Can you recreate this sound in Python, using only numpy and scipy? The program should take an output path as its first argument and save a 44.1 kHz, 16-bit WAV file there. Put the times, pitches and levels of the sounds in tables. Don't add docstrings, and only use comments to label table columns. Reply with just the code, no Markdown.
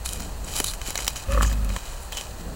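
import sys
import numpy as np
from scipy import signal
from scipy.fft import rfft, irfft
from scipy.io import wavfile
from scipy.ndimage import uniform_filter1d

SR = 44100
rng = np.random.default_rng(int(sys.argv[2]) if len(sys.argv) > 2 else 0)


def transcribe(u):
    v = np.clip(np.atleast_2d(u).T, -1, 1)
    q = np.round(v * 32767).astype(np.int16)
    wavfile.write(sys.argv[1], SR, q)


N = 112454

# pitch_hz, gain_db
CRISP_TONE = [(1000, -47.5), (6000, -7.5), (9000, -1.5), (10700, 0), (13000, -11), (15000, -12),
              (16000, -16)]


def undb(db):
    return 10 ** (np.asarray(db) / 20)


def unit(x):
    return x / np.sqrt(np.mean(x ** 2))


def colour(x, points, size=8192):
    hz, db = np.array(points, float).T
    log_hz = np.log(np.fft.rfftfreq(size, 1 / SR) + 1)
    gain = unit(undb(np.interp(log_hz, np.log(hz), db)))
    cepstrum = irfft(np.log(gain))
    cepstrum[1:size // 2] *= 2
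    cepstrum[size // 2 + 1:] = 0
    return signal.oaconvolve(x, irfft(np.exp(rfft(cepstrum))))[:N]


def ring(x, modes):
    return sum(undb(db) * signal.lfilter(*signal.iirpeak(hz, hz / width, fs=SR), x)
               for hz, width, db in modes)


def wobble(rate_hz):
    hold = int(SR / rate_hz)
    stairs = np.repeat(rng.standard_normal(N // hold + 1), hold)
    return unit(uniform_filter1d(uniform_filter1d(stairs, hold), hold)[:N])


def bursts(times, levels_db, fade_s, spike=0, size=4096):
    out = np.zeros(N + size)
    for at, db in zip(times, levels_db):
        puff = rng.standard_normal(size) * np.exp(-np.arange(size) / SR / fade_s)
        puff[0] += spike * np.linalg.norm(puff)
        start = int(at * SR)
        out[start:start + size] += undb(db) * puff / np.linalg.norm(puff) * np.sqrt(0.005 * SR)
    return out[:N]


def night(t):
    # pitch_hz, gain_db
    air_tone = [(76, -24.5), (130, -0.5), (263, -7), (706, -2.5), (1970, -12.5), (2180, -22.5), (2510, -13),
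                (3530, -20), (4150, -12.5), (5180, -20.5), (7750, -14.5), (11800, -26), (16000, -21.5)]
    rumble_tone = [(12, -11), (27, -0.5), (39, -5.5), (52, 1.5), (66, -6), (110, -15), (200, -28),
                   (500, -49.5)]
    swell_tone = [(40, -29), (80, -1), (125, -20), (170, -5), (280, -13), (420, -18.5), (700, -20.5),
                  (1500, -47)]
    # time_s, level_db
    rumble_levels = [(0, -33.5), (1.1, -34.5), (1.9, -36), (2.55, -37.5)]
    # peak_s, width_s, level_db
    swells = [(.22, 0.1, -38.5), (.52, 0.19, -43.5), (.88, .04, -52), (2.48, 0.13, -37.5)]
    air_db, swell_top_hz, whine_hz, whine_db = -42.5, 1780, 15725, -65
    air = undb(air_db) * unit(colour(rng.standard_normal(N), air_tone))
    rumble_level = undb(np.interp(t, *np.array(rumble_levels).T))
    rumble = rumble_level * unit(colour(rng.standard_normal(N), rumble_tone))
    swell_level = sum(undb(db) * np.exp(-((t - at) / width) ** 2) for at, width, db in swells)
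    swell = colour(rng.standard_normal(N), swell_tone)
    swell = signal.sosfilt(signal.butter(4, swell_top_hz, fs=SR, output="sos"), swell)
    whine = undb(whine_db) * np.sqrt(2) * np.sin(2 * np.pi * whine_hz * t)
    return air + rumble + swell_level * unit(swell) + whine


def leaves(t):
    # peak_s, rise_s, fall_s, relative_level_db, extra_treble_db
    steps = [(0.059, .01, 0.032, -33.5, 5), (.135, 0.033, 0.071, -33, -0.5),
             (.205, 0.057, 0.073, -37.5, -18), (0.499, 0.041, 0.085, -32.5, -7),
             (0.569, 0.02, 0.084, -29, 0.5), (0.68, 0.027, 0.037, -31.5, 4.5),
             (.895, 0.057, 0.034, -29.5, -6), (.97, 0.025, 0.081, -30, -10),
             (1.04, 0.045, 0.12, -36.5, -3.5), (1.165, 0.0065, 0.049, -32, -20),
             (1.335, 0.04, 0.054, -35, -14), (1.431, 0.016, 0.014, -28.5, -9),
             (1.473, .025, 0.042, -31.5, -14), (1.786, 0.083, .1, -35, -12), (1.9, 0.054, 0.11, -42.5, -8),
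             (2.03, 0.028, 0.03, -44.5, 5.5), (2.129, 0.0095, 0.021, -30, -7),
             (2.181, .012, 0.062, -29.5, -13), (2.41, 0.018, 0.0075, -38.5, -10)]
    # pitch_hz, gain_db
    leaf_tone = [(200, -12), (500, 5.5), (1100, 6.5), (1800, 1), (3000, -2), (4200, -1), (7300, 4),
                 (9000, -1), (12000, -5.5), (16000, -6)]
    cracks_per_s, crack_fade_s, spread_db, rustle = 1400, 0.00033, 4, 0.8
    crush_power, crisp_power = 0, 0
    for at, rise, fall, db, treble_db in steps:
        shape = np.exp(-np.where(t < at, ((t - at) / rise) ** 2, (t - at) / fall))
        power = (undb(db) * shape) ** 2
        crush_power += power
        crisp_power += power * undb(treble_db) ** 2
    starts = rng.random(N) < cracks_per_s / SR
    sizes = starts * undb(spread_db * np.minimum(rng.exponential(size=N), 3.8))
    crack_power = signal.lfilter([1], [1, -np.exp(-2 / (crack_fade_s * SR))], sizes ** 2)
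    clusters = undb(2.25 * wobble(rate_hz=90))
    texture = unit(np.hypot(unit(np.sqrt(crack_power)), rustle) * clusters)
    crush = colour(np.sqrt(crush_power) * texture * rng.standard_normal(N), leaf_tone)
    crisp = colour(np.sqrt(crisp_power) * texture * rng.standard_normal(N), CRISP_TONE)
    return undb(-2) * (crush + crisp)


def twigs():
    # start_s, relative_level_db, extra_wood_db, extra_treble_db
    snaps = [(0.0598, -32.5, 4.5, 7.5), (0.0902, -26.5, -22, -1.5), (0.1332, -34.5, -25, 9.5),
             (.203, -27, -4, -17), (.5375, -26, -20, -16), (0.5646, -21.5, -30, -10),
             (0.6008, -16.5, 2.5, -3.5), (0.643, -17, -15, -3), (0.736, -28.5, -3, -28),
             (0.815, -28.5, -0.5, -29), (0.905, -27, -3.5, 1.5), (0.9553, -20.5, -1, -3.5),
             (0.9769, -26.5, -1, -16), (.989, -34, 12.5, -16), (1.0453, -27.5, -12, -5),
             (1.0674, -27, -1, -8), (1.0767, -24, -3, -20), (1.0793, -11, -9.5, -9), (1.159, -26, -5, -18),
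             (1.3211, -34.5, 6, 1), (1.4285, -24.5, 0.5, 0), (1.528, -27.5, -6, -19), (1.6467, -37, 0, 2.5),
             (1.692, -32, -8, -19), (1.702, -41, 12.5, -20), (1.7634, -24, 3, -15),
             (2.123, -27.5, -3.5, -21), (2.171, -25.5, -3.5, -16)]
    # pitch_hz, gain_db
    crack_tone = [(300, -32), (1200, 1), (2200, -18), (3200, -3), (6500, 1.5), (9000, -5.5), (12000, -15.5),
                  (16000, 3)]
    wood_tone = [(80, -22), (250, -6), (700, -3), (1300, -3), (2000, -4), (3200, -16), (6000, -27)]
    at, db, wood_db, treble_db = np.array(snaps).T
    crack = bursts(at, db - 2, fade_s=0.0016, spike=0.24)
    scatter = bursts(at, db - 13.5, fade_s=0.018)
    knock = bursts(at, db + wood_db - 4.5, fade_s=0.0027, spike=0.24)
    crisp = bursts(at, db + treble_db - 1, fade_s=0.0013)
    return colour(crack + scatter, crack_tone) + colour(knock, wood_tone) + colour(crisp, CRISP_TONE)


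def housing(sound):
    # pitch_hz, width_hz, gain_db
    resonances = [(2510, 100, 11.5), (3030, 165, 13.5), (3896, 110, 10), (4226, 180, 4), (4860, 100, 5.5),
                  (5730, 200, -0.5), (6940, 450, 1.5), (7640, 320, -1), (10700, 460, -7.5),
                  (12900, 200, -1.5), (13500, 320, -23)]
    return sound + ring(sound, resonances)


def scrapes(t):
    # peak_s, half_length_s, pitch_hz, level_db
    drags = [(0.061, 0.0077, 4140, -37), (.447, 0.002, 7600, -32), (0.683, 0.016, 4120, -31),
             (0.872, 0.019, 4320, -46.5), (.978, 0.0015, 6400, -22), (1.17, 0.0081, 6500, -40),
             (1.474, 0.015, 6650, -35.5), (2.133, 0.0074, 3160, -36), (2.182, 0.011, 3020, -34.5)]
    out = 0
    for at, half_length, hz, db in drags:
        crackle = rng.standard_normal(N) * undb(2.6 * wobble(rate_hz=400))
        band = [(hz, 0.17 * hz, 0)]
        level = undb(db) * np.exp(-((t - at) / half_length) ** 2 / 2)
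        out += level * unit(ring(ring(crackle, band), band))
    return out


def hooves():
    # start_s, level_db
    thuds = [(0.6012, -20.5), (0.884, -31.5), (1.0144, -37)]
    # pitch_hz, gain_db
    thud_tone = [(40, -10), (130, -4), (230, 0), (450, -1.5), (900, -11), (2000, -36)]
    return colour(bursts(*np.array(thuds).T, fade_s=0.0038), thud_tone)


def grunt(t):
    # time_s, pitch_hz
    pitch = [(1.27, 48.2), (1.402, 53.2), (1.42, 53.67), (1.498, 51.5), (1.552, 51.93), (1.62, 50.96),
             (1.7, 48.9), (1.78, 44)]
    # time_s, chest_db, rasp_db, growl_db, snout_db
    levels = [(1.24, -50, -50, -66, -73), (1.279, -28, -45, -35, -40.5), (1.322, -23.5, -34, -29.5, -29),
              (1.38, -17, -35, -29.5, -29), (1.42, -18, -37.5, -27, -44), (1.47, -19, -43, -32, -47),
              (1.58, -23.5, -49.5, -32, -51), (1.68, -23.5, -46.5, -38, -50), (1.769, -25, -52, -42, -60),
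              (1.8, -57, -70, -68, -72)]
    # pitch_multiple, start_gain_db, end_gain_db
    harmonics = [(1, 3.5, 2.5), (2, -19, -15.5), (3, -9, -36), (4, -24.5, -13), (5, -28, -18)]
    # pitch_hz, width_hz, gain_db
    throat = [(354, 92, 0), (1193, 150, 2), (1685, 130, -5.5), (2520, 95, -2.5)]
    snout = [(554.4, 55, 0)]
    # pitch_hz, gain_db
    growl_tone = [(30, -20), (72, 8.5), (100, 5.5), (125, -9.5), (170, -2), (225, -8.5), (250, -4.5),
                  (290, -26), (500, -37)]
    cycles = np.cumsum(np.interp(t, *np.array(pitch).T)) / SR
    times, *levels_db = np.array(levels).T
    progress = np.clip((t - times[0]) / (times[-1] - times[0]), 0, 1)
    chest = 0
    for multiple, start_db, end_db in harmonics:
        wavering = cycles + 0.034 * wobble(rate_hz=18)
        gain = undb(start_db + (end_db - start_db) * progress)
        chest += gain * np.cos(2 * np.pi * (multiple * wavering + rng.random()))
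    pulses = np.diff(np.floor(cycles), prepend=0) * undb(3 * wobble(rate_hz=49.5))
    puffs = np.exp(-(cycles % 1) / 0.93) * rng.standard_normal(N)
    voice = unit(pulses) + 1.56 * unit(puffs)
    rasp = signal.sosfilt(signal.butter(4, 3000, fs=SR, output="sos"), ring(voice, throat))
    growl = colour(rng.standard_normal(N), growl_tone)
    nasal = ring(ring(voice, snout), snout)
    sounding = (t > times[0]) & (t < times[-1])
    return sounding * sum(unit(part) * undb(np.interp(t, times, db))
                          for part, db in zip((chest, rasp, growl, nasal), levels_db))


def croaks(t):
    # start_s, level_db, lowest_ring_extra_db, highest_ring_extra_db
    slaps = [(1.3738, -20, -9.5, 3), (1.409, -21, -17, 1), (1.428, -26.5, -28, 3), (1.4478, -31.5, -13, 16),
             (1.514, -38, -15, 13)]
    # pitch_hz, width_hz, gain_db
    mouth = [(565, 47, 10.5), (1152, 80, 1), (1260, 105, 4.5), (1743, 140, -2)]
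    out = 0
    for at, db, low_db, high_db in slaps:
        age = np.maximum(t - at, 0)
        croak = 0
        for (hz, width, gain_db), extra_db in zip(mouth, (low_db, 0, 0, high_db)):
            pitch_hz = hz * (1 + 0.017 * rng.standard_normal())
            fade = undb(gain_db + extra_db) * np.exp(-np.pi * width * age)
            croak += fade * np.sin(2 * np.pi * (pitch_hz * age + rng.random()))
        croak *= 1 - np.exp(-age / 0.0015)
        croak *= 1 + 0.3 * wobble(rate_hz=700)
        out += undb(db) * croak * np.sqrt(0.0096 * SR / np.sum(croak ** 2))
    return out


def scene():
    t = np.arange(N) / SR
    crunch = undb(-4.5) * housing(leaves(t) + twigs())
    footfalls = crunch + scrapes(t) + hooves()
    return (footfalls + grunt(t) + croaks(t) + night(t))[None]


def record(dry):
    top_hz = 15850
    return signal.sosfilt(signal.ellip(10, 0.2, 70, top_hz, fs=SR, output="sos"), dry)


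dry = scene()
out = record(dry)
transcribe(out)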